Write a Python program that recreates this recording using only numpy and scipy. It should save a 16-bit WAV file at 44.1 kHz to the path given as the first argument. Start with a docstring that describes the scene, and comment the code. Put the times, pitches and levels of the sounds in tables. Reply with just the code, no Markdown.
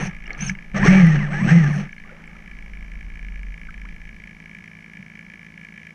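"""A small electric model boat on open water, heard from its own deck.
Its rudder servo (a tiny geared steering motor) swings twice with a whine and a rasp. Then the
brushless motor gives two bursts: the shaking shaft makes the hull boom and the propeller churns.
The boat drifts on. The servo chatters as it holds its place, drops and bubbles plop,
a gust rumbles past and two ripples slap the hull."""
import sys
import numpy as np
from scipy import signal
from scipy.fft import rfft, irfft, next_fast_len
from scipy.io import wavfile
from scipy.ndimage import uniform_filter1d

SR = 44100
rng = np.random.default_rng(int(sys.argv[2]) if len(sys.argv) > 2 else 0)


def digitize_waveform(pressure):
    """Quantize a signal to 16-bit integers and store it at the path in sys.argv[1].

    Rows of a 2-D input are taken as channels; values are limited to [-1, 1].
    """
    field = np.atleast_2d(pressure).T
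    bounded = np.clip(field, -1, 1)
    quanta = np.round(bounded * 32767).astype(np.int16)
    wavfile.write(sys.argv[1], SR, quanta)


N = 261954
TIME = np.arange(N) / SR


def from_db(db):
    """Turn decibels into a number to multiply by."""
    return 10 ** (np.asarray(db) / 20)


def rms_one(x):
    """Scale a sound so its average strength (rms) is 1."""
    return x / np.sqrt(np.mean(x ** 2) + 1e-20)


def steady(x, size=1500):
    """Hold the strength near 1, judged over windows of `size` samples."""
    power = uniform_filter1d(uniform_filter1d(x ** 2, size), size)
    return x / np.sqrt(np.abs(power) + 1e-12)


def curve(rows):
    """Join (time_s, value) points with straight lines."""
    return np.interp(TIME, *np.transpose(rows))


def sounding(start_s, stop_s, attack_s, release_s):
    """Fade in from the start, hold, and fade out after the stop."""
    return np.clip((TIME - start_s) / attack_s, 0, 1) * np.clip(1 - (TIME - stop_s) / release_s, 0, 1)


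def drift(per_s):
    """A random wobble of strength 1 that heads for a new value `per_s` times a second."""
    points = rng.standard_normal(8192)
    return rms_one(np.interp(TIME * per_s, np.arange(len(points)), points))


def grains(per_s, spread_db):
    """A crackle of random clicks of uneven size."""
    sizes = from_db(spread_db * np.minimum(rng.exponential(1, N), 4)) * rng.choice([-1, 1], N)
    return rms_one(sizes * (rng.random(N) < per_s / SR))


def clicks(times_s, heights):
    """One click at each given time."""
    out = np.zeros(N)
    np.add.at(out, np.clip(np.round(np.asarray(times_s) * SR).astype(int), 0, N - 1), heights)
    return out


def filtered(x, order, edge_hz, keep="low"):
    """Keep the low or the high part of a sound; a higher order cuts more sharply."""
    return signal.sosfilt(signal.butter(order, edge_hz, keep, fs=SR, output="sos"), x)


def coloured(x, colour):
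    """Shape a sound by (pitch_hz, gain_db) points, fading steeply beyond the first and last."""
    size = next_fast_len(N + 8192)
    hz = np.maximum(np.arange(size // 2 + 1) * SR / size, 1)
    points_hz, points_db = np.transpose(colour)
    octaves_outside = np.abs(np.log2(hz / np.clip(hz, points_hz[0], points_hz[-1])))
    gain_db = np.interp(np.log(hz), np.log(points_hz), points_db) - 17.3 * octaves_outside
    return irfft(rfft(x, size) * from_db(gain_db), size)[:N]


def resonate(x, notes):
    """Let a sound ring a body's own notes; a narrower note rings longer."""
    out = 0
    for k, (pitch_hz, width_hz, gain_db) in enumerate(notes):
        decay = np.exp(-np.pi * width_hz / SR)
        feedback = [1, -2 * decay * np.cos(2 * np.pi * pitch_hz / SR), decay ** 2]
        gain = (-1) ** k * from_db(gain_db) * (1 - decay ** 2) / 2
        out += gain * signal.lfilter([1, 0, -1], feedback, x + 1e-18)
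    return out


def struck(blows, notes):
    """Hit a body with (start_s, peak_db) blows."""
    start_s, peak_db = np.transpose(blows)
    unit_peak = np.abs(resonate(clicks([0], [1]), notes)).max()
    return resonate(clicks(start_s, from_db(peak_db)), notes) / unit_peak


def spinning_tones(angle, tones, waver_db, wavers_per_s):
    """Tones at multiples of a turning speed, each wavering in level."""
    return sum(from_db(db + waver_db * drift(wavers_per_s))
               * np.sin(multiple * angle + rng.uniform(0, 2 * np.pi)) for multiple, db in tones)


# The hull's own low notes: pitch_hz, width_hz, gain_db
HULL_NOTES = [(140.8, 8.4, 3), (170.4, 22.2, 1.5), (192.7, 14.8, 6.5), (211.5, 26.7, -2.5)]
# Tones of the gears: multiple_of_motor_speed, level_db
GEAR_TONES = [(2, -6), (3, -7), (4, -4), (5, -5), (8, -9), (10, -13), (12, 6), (14, -8), (16, -2), (17, -5),
              (18, -1), (20, -5)]
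# Tone colours of the gears' high whine and lower rasp: pitch_hz, gain_db
GEAR_WHINE_COLOUR = [(3800, -38), (4200, -10), (4900, -16.5), (5500, -2.5), (6300, 5), (6700, -19),
                     (7100, -15), (7700, -24), (8500, -15), (10100, -20), (10700, -28), (13000, -38),
                     (15000, -49)]
GEAR_RASP_COLOUR = [(150, 14.5), (260, -11), (579, -27), (728, -12.5), (1050, -18.5), (1640, -4.5),
                    (1860, -19), (2420, -1), (4000, -28.5), (5200, -38), (8800, -120)]
# Rudder moves: start_s, brake_s, stop_s, whine_db, rasp_db, hull_db, tone_in_whine_db
RUDDER_SWINGS = [(-.032, 0.054, 0.073, -42.5, -33.5, -27, -5), (0.377, 0.461, 0.499, -34.5, -31, -37, 15)]

def rudder_swings(top_turns_per_s=548, spin_up_s=.015, brake_turns_per_s2=3700, attack_s=.032):
    """The servo's motor spins up, runs and brakes; its gears whine, rasp and shake the hull."""
    out = 0
    for start_s, brake_s, stop_s, whine_db, rasp_db, hull_db, tone_db in RUDDER_SWINGS:
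        age_s = np.maximum(TIME - start_s, 0)
        braking = brake_turns_per_s2 * np.maximum(TIME - brake_s, 0)
        speed = np.maximum(top_turns_per_s * (1 - np.exp(-age_s / spin_up_s)) - braking, 0)
        angle = 2 * np.pi * np.cumsum(speed * (1 + .012 * drift(300))) / SR
        tones = spinning_tones(angle, GEAR_TONES, waver_db=3.5, wavers_per_s=200)
        meshing = sounding(start_s, stop_s, attack_s, release_s=.0086) ** 4
        grit = grains(per_s=24000, spread_db=5)
        gears = 0
        for colour, clear_db, db in (GEAR_WHINE_COLOUR, tone_db, whine_db), (GEAR_RASP_COLOUR, -27, rasp_db):
            clear = from_db(clear_db) * meshing * steady(coloured(tones, colour))
            gears += from_db(db) * steady(clear + steady(coloured(grit, colour)))
        fade_in_db = -16 * np.maximum(1 - age_s / attack_s, 0)
        fade_out_db = -805.5 * np.clip(TIME - stop_s, 0, .2)
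        effort = (TIME >= start_s) * from_db(fade_in_db + fade_out_db)
        hull = resonate(effort * grit, HULL_NOTES) / np.std(resonate(grit, HULL_NOTES))
        out += effort * gears + from_db(hull_db) * hull
    return out


# Strength of the wind's deep buffeting and of its gusts: time_s, level_db
BUFFET_LEVELS = [(0.0, -36.5), (0.74, -40), (0.86, -29.5), (0.91, -27), (2.4, -48.5), (2.46, -41),
                 (3.95, -38.5), (4.81, -73), (5.94, -73)]
GUST_LEVELS = [(0.0, -42.5), (0.53, -37.5), (0.56, -58), (0.84, -26), (1.14, -59), (1.34, -44.5),
               (2.03, -54), (2.78, -36), (3.51, -30.5), (3.59, -43.5), (3.84, -34.5), (4.6, -60),
               (5.74, -61), (5.94, -75)]
# Their tone colours: pitch_hz, gain_db
BUFFET_COLOUR = [(10, 4), (22, 11.5), (28, -8), (36, -26.5)]
GUST_COLOUR = [(33, -7), (45, 13.5), (54, -21), (64, -17), (78, -17), (120, -39.5)]

def wind():
    """Moving air buffets the microphone and rumbles in gusts."""
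    buffet = steady(coloured(rng.standard_normal(N), BUFFET_COLOUR), size=6000)
    gust = steady(coloured(rng.standard_normal(N), GUST_COLOUR), size=3000)
    return from_db(curve(BUFFET_LEVELS)) * buffet + from_db(curve(GUST_LEVELS)) * gust


# Tone colour of water along the hull: pitch_hz, gain_db
WASH_COLOUR = [(50, 5), (100, 13.5), (250, 7.5), (400, -0.5), (700, -2.5), (1400, -1.5), (2500, -3),
               (4000, -16.5), (6000, -12), (7500, -22), (11000, -25), (15000, -35.5)]

def wash(level_db=-54):
    """Water washes along the hull with a soft, even noise."""
    return from_db(level_db) * rms_one(coloured(rng.standard_normal(N), WASH_COLOUR))


# Tone colour of churned water heard through the hull: pitch_hz, gain_db
FROTH_COLOUR = [(260, -1), (420, -1.5), (480, -14), (540, -5.5), (720, -6), (830, -1.5), (1040, -21.5),
                (1180, -0.5), (1450, -7), (1760, 1.5), (2360, -5), (3000, -12.5), (3800, -27.5)]
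# Little waves breaking on the hull: peak_s, gain_db, fade_db_per_s
WAVELETS = [(0, -35.5, 158), (0.301, -48.5, 45), (2.078, -57, 16), (4.55, -82, 60)]

def gurgle(count=2000, low_hz=430, high_hz=2800, rise_db_per_s=250, fizz_db=6):
    """Each little wave sets off ringing bubbles of many sizes over the fizz of its splash."""
    level = sum(from_db(db - np.maximum(rise_db_per_s * (peak_s - TIME), fade * (TIME - peak_s)))
                for peak_s, db, fade in WAVELETS)
    when, smallness, glide, strength = rng.random((count, 4)).T
    pitch_hz = low_hz * (high_hz / low_hz) ** smallness
    ring_s = 18 / pitch_hz
    bubbles = np.column_stack([when * N / SR, 22 * strength, pitch_hz, 20 * (glide - .5), ring_s])
    fizz = rms_one(coloured(grains(per_s=1600, spread_db=1), FROTH_COLOUR))
    return level * (rms_one(plops(bubbles)) + from_db(fizz_db) * fizz)


# The notes of the servo and its mount: pitch_hz, width_hz, gain_db
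MOUNT_NOTES = [(1676, 85, 2), (1787, 40, -2), (1959, 65, -10), (2237, 175, 5), (2358, 291, -2.5),
               (2832, 131, -9.5), (3154, 35, -19), (4400, 300, -58.5), (5330, 150, -24), (5700, 500, -28),
               (10350, 570, -41.5)]
# The taps that make up one clack: delay_s, level_db, spread_db, hard_kick_db
CLACK_TAPS = [(-.0016, -8, 7.5, 2), (0, -1.5, 3.3, 3), (.0009, -21, 8.5, 4), (.0036, -15.5, 5, -6.7)]
# Strength of the clacking: time_s, level_db
CHATTER_LEVELS = [(.1, -41), (.7, -48), (1.85, -48.5), (2.05, -49.5), (2.7, -47), (5.94, -45)]

def servo_chatter(first_s=.0022, every_s=.0183362, jitter_s=.000025, hum_db=-48):
    """Each control pulse kicks the servo's motor: the loose gears clack and the hull hums."""
    kicks_s = np.arange(first_s, N / SR, every_s)
    # Hunting for its place, it kicks hard (+1) and soft (-1) in turn, now and then losing step.
    hard = np.cumprod(np.where(rng.random(len(kicks_s)) < .9, -1, 1))
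    taps = 0
    for k, (delay_s, db, spread_db, hard_db) in enumerate(CLACK_TAPS):
        late, strength = np.clip(rng.standard_normal((len(kicks_s), 2)), -1.25, 1.25).T
        times_s = kicks_s + delay_s + k * jitter_s * late  # later taps are looser in time
        taps += clicks(times_s, from_db(db + spread_db * strength + hard_db * hard))
    clack = filtered(resonate(taps, MOUNT_NOTES), order=4, edge_hz=1550, keep="high")
    clack = filtered(clack, order=1, edge_hz=10000)
    kicked_hull = rms_one(resonate(clicks(kicks_s, from_db(2.5 * hard)), HULL_NOTES[1:]))
    murmur = rms_one(resonate(rng.standard_normal(N), HULL_NOTES[1:]))
    hum = rms_one(kicked_hull + .5 * murmur)
    return from_db(curve(CHATTER_LEVELS)) * rms_one(clack) + from_db(hum_db) * hum


# Drops and bubbles at the hull, and the propeller's sharp bite at 0.829 s: start_s, peak_db, pitch_hz,
# rise_octaves_per_s, ring_s
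DROPS = [(.256, -38, 2800, 3, 0.016), (.268, -40, 5500, 2, .0031), (.305, -23, 2150, 6, 0.012),
         (.332, -36, 4330, 0, 0.004), (.331, -36.5, 5800, 0, 0.0025), (.829, -13, 1680, 16, 0.0084),
         (.858, -14, 436, -9, .015), (.871, -15, 1340, 31, .0083), (1.069, -36.5, 9600, -3, 0.0011),
         (1.331, -42, 2820, -3.5, 0.01), (1.924, -47.5, 6000, 2, .0046), (1.984, -53.5, 4250, 0, .0087),
         (2.039, -32.5, 2030, 7, 0.0037), (2.048, -47, 1080, 15, 0.022), (2.09, -44.5, 1350, 8, 0.043),
         (2.12, -42, 490, 11, 0.023), (2.2, -50, 1570, -5, 0.018), (2.271, -53, 7540, -16.5, .003),
         (2.355, -44, 1330, -3, 0.015), (3.686, -34, 1520, 4, .015), (3.69, -39.5, 1275, 6, 0.017),
         (3.844, -45, 847, 39.5, 0.052)]

def plops(bubbles):
    """Each drop, bubble or propeller bite rings briefly with a sliding pitch."""
    out = np.zeros(N + SR)
    for start_s, peak_db, pitch_hz, rise, ring_s in bubbles:
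        age_s = np.arange(int(2 * ring_s * SR)) / SR  # twice as long, to hold the faint tail
        swell = age_s / (ring_s / 5)
        tone = np.sin(2 * np.pi * np.cumsum(pitch_hz * 2 ** (rise * age_s)) / SR)
        first = int(start_s * SR)
        out[first:first + len(tone)] += from_db(peak_db) * swell * np.exp(1 - swell) * tone
    return out[:N]


# Knocks of the steering links and drive shaft: start_s, strength_db
LINKAGE_KNOCKS = [(0.3052, -19), (0.3481, -23), (0.3905, -23), (0.4958, -10), (0.5511, -25), (0.5876, -25),
                  (0.8784, -8), (0.9984, -12), (1.068, -18), (1.3314, -21), (1.893, -29), (1.929, -25),
                  (1.9804, -28)]

def linkage_knocks(gain_db=-2.5):
    """Plastic parts knock and ring the mount; being soft, they make little treble."""
    return from_db(gain_db) * filtered(struck(LINKAGE_KNOCKS, MOUNT_NOTES), order=2, edge_hz=3800)


# Jolts as the motor or servo takes hold or stops: start_s, strength_db
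HULL_JOLTS = [(.412, -19), (.498, -20), (.745, -15.5), (.817, -8.5), (1.41, -13)]

def hull_jolts():
    """Water cushions each jolt, so only the hull's low notes answer."""
    return filtered(struck(HULL_JOLTS, HULL_NOTES), order=2, edge_hz=500)


# Speed of the propeller shaft: time_s, turns_per_s
SHAFT_SPEED = [(.74, 42), (.81, 63), (.86, 102), (.885, 172), (.91, 192), (.99, 190), (1.05, 167),
               (1.15, 152), (1.21, 85), (1.25, 73), (1.29, 42), (1.335, 66), (1.39, 73), (1.475, 117),
               (1.52, 165), (1.58, 170), (1.665, 137), (1.74, 68), (1.85, 15)]
# How each part of the sound grows: cruise_db, speed_doubling_db, full_load_db, slipping_db
BOOM_GROWTH = (-14.5, 6.8, 1.5, 2.5)
RATTLE_GROWTH = (-28, 4.5, 1.34, 4.5)
SPRAY_GROWTH = (-48.5, 9, 3.5, 1.5)
# Level changes as the propeller gulps air: middle_s, half_length_s, boom_db, rattle_db, spray_db
AIR_GULPS = [(0.776, 0.02, -19, 5, 19.5), (0.862, 0.034, -6, 5, 12), (1.375, 0.046, -4, 4, 5),
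             (1.497, 0.023, -3.5, 5.5, 3.5), (1.807, 0.096, 5, -1, 14.5)]
MOTOR_FADE_IN_S, MOTOR_FADE_OUT_S = .0057, .049

def motor_bursts(hull_hz=169.8, swell_width_hz=9.2, swell_db=6, chop_db=1.5):
    """The motor spins the shaft and propeller: boom, whine and churn all follow its speed."""
    speed = curve(SHAFT_SPEED)
    gulps_db = sum(np.outer(db, np.exp(-((TIME - middle_s) / half_s) ** 2))
                   for middle_s, half_s, *db in AIR_GULPS)
    levels_db = [motor_level_db(*growth) for growth in (BOOM_GROWTH, RATTLE_GROWTH, SPRAY_GROWTH)]
    boom_db, rattle_db, spray_db = gulps_db + levels_db
    # The boom swells as the shaft's speed passes the hull's main note.
    boom_db += swell_db * np.exp(-((speed - hull_hz) / swell_width_hz) ** 2)
    # An uneven load on the propeller makes the speed waver.
    angle = 2 * np.pi * np.cumsum(speed * (1 + .012 * drift(160))) / SR
    whine = motor_whine(angle, speed)
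    churn, froth, spray = propeller_churn(angle, speed)
    boom = from_db(boom_db) * hull_boom(angle, churn)
    rattle = from_db(rattle_db) * steady(whine + froth)
    chop = from_db(chop_db * drift(70.62))  # choppy water loads the propeller unevenly
    running = sounding(SHAFT_SPEED[0][0], SHAFT_SPEED[-1][0], MOTOR_FADE_IN_S, MOTOR_FADE_OUT_S)
    return running * (boom + chop * (rattle + from_db(spray_db) * spray))


def motor_level_db(cruise_db, doubling_db, load_db, slip_db, cruise_turns_per_s=150):
    """Louder when the shaft is fast or speeding up, and while the propeller slips."""
    speed = curve(SHAFT_SPEED)
    acceleration = uniform_filter1d(np.gradient(speed) * SR, size=1800)
    load = np.tanh(acceleration / 850)  # nears full load above 850 turns per second squared
    slip = .5 - .5 * np.tanh((TIME - 1.016) / .016)  # it grips at 1.016 s, as the boat gets going
    speed_db = doubling_db * np.log2(speed / cruise_turns_per_s)
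    return cruise_db + speed_db + load_db * load + slip_db * slip


# The motor's strongest tones: multiple_of_shaft_speed, level_db
MAGNET_TONES = [(2, 4), (3, 4), (6, 2), (12, 15), (24, 19), (36, 5)]
# Tone colour of its whine through the hull: pitch_hz, gain_db
MOTOR_WHINE_COLOUR = [(300, 12.5), (385, 5.5), (530, 12), (610, 5), (1000, 3.5), (1400, -6.5), (1780, 15),
                      (2400, -1), (3000, -9), (3500, -14.5), (4200, -52)]

def motor_whine(angle, speed, other_tones_db=-3):
    """The motor's magnets tug many times a turn (cogging), making a stack of tones."""
    levels = [(k, dict(MAGNET_TONES).get(k, other_tones_db)) for k in range(2, 37)]
    tones = spinning_tones(angle, levels, waver_db=4, wavers_per_s=90)
    tones = filtered(tones, order=6, edge_hz=2700)
    fade_when_slow = np.minimum(speed / 65, 1) ** 2
    return 1.1 * steady(coloured(tones, MOTOR_WHINE_COLOUR)) * fade_when_slow


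# Tone colour of the propeller's spray: pitch_hz, gain_db
SPRAY_COLOUR = [(3800, -17), (4250, -3.5), (4850, -17.5), (5450, 5), (6400, 3), (6950, -19.5), (8000, -15),
                (10100, -35), (11000, -59.5), (15000, -41.5)]

def propeller_churn(angle, speed, throb=.13):
    """Each turn throws off collapsing bubbles: their raw crackle, low froth and high spray."""
    churn = grains(per_s=2600, spread_db=1.5) * (1 + throb * np.sin(angle))
    froth_db = -.5 + 4 * np.log2(np.maximum(speed, 100) / 120)
    froth = from_db(froth_db) * steady(coloured(churn, FROTH_COLOUR))
    spray = steady(coloured(churn, SPRAY_COLOUR))
    return churn, froth, spray


# The deck's longest-ringing note: pitch_hz, width_hz, gain_db
DECK_NOTE = [(146.9, 1.7, 6.5)]

def hull_boom(angle, churn, blade_db=-13.5, shudder_db=-19.5, waver_db=1.1):
    """The off-balance shaft, two blades and bubbles shake the hull; the deck rings on."""
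    shake = np.sin(angle) + from_db(blade_db) * np.sin(2 * angle)
    hull = coloured(shake, colour=[(115, -45), (142, -14.5), (165, -2.5), (205, 1), (250, -9.5)])
    deck = resonate(shake, DECK_NOTE)
    shudder = from_db(shudder_db) * rms_one(resonate(churn, HULL_NOTES + DECK_NOTE))
    return steady(hull + deck + shudder) * from_db(waver_db * drift(50))


# How the whistle grows: cruise_db, speed_doubling_db, full_load_db, slipping_db
WHISTLE_GROWTH = (-63, 4.5, 9, 1)

def controller_whistle(pitch_hz=8035, power_off_s=1.68, flutter_db=1.5):
    """The speed controller switches the power very fast, making the motor's coils sing."""
    level_db = motor_level_db(*WHISTLE_GROWTH) + flutter_db * drift(80)
    powered = sounding(SHAFT_SPEED[0][0], power_off_s, MOTOR_FADE_IN_S, MOTOR_FADE_OUT_S)
    return powered * from_db(level_db) * rms_one(np.sin(2 * np.pi * pitch_hz * TIME))


# Foam along the hull as the boat slows: middle_s, half_length_s, level_db
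FOAM_SWELL = (1.75, 0.049, -62.5)
# Its tone colour: pitch_hz, gain_db
FOAM_COLOUR = [(6500, -9), (9700, 4), (10400, -9), (11000, -20)]

def foam():
    """Fine bubbles burst in a short swell of fizz."""
    middle_s, half_s, level_db = FOAM_SWELL
    swell = np.exp(-((TIME - middle_s) / half_s) ** 2 / 2)
    fizz = rms_one(coloured(grains(per_s=9000, spread_db=5), FOAM_COLOUR))
    return from_db(level_db) * swell * fizz


# Ripples hitting the hull: start_s, strength_db
RIPPLE_SLAPS = [(4.561, -32.5), (4.984, -25.5)]

def ripple_slaps(gain_db=-7):
    """A ripple slaps the hull and rings its low notes."""
    return from_db(gain_db) * struck(RIPPLE_SLAPS, HULL_NOTES)


def scene():
    """Add the steering, water, wind and motor into one channel."""
    steering = rudder_swings() + servo_chatter() + linkage_knocks()
    surroundings = plops(DROPS) + gurgle() + foam() + ripple_slaps() + wind() + wash()
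    motor = motor_bursts() + controller_whistle()
    return (steering + surroundings + hull_jolts() + motor)[None]


def record(dry):
    """Round off the loudest peaks and cut the treble above 15900 Hz."""
    rounded = dry / (1 + dry ** 8) ** (1 / 8)
    return signal.sosfilt(signal.cheby2(12, 60, 15900, fs=SR, output="sos"), rounded)


dry = scene()
out = record(dry)
digitize_waveform(out)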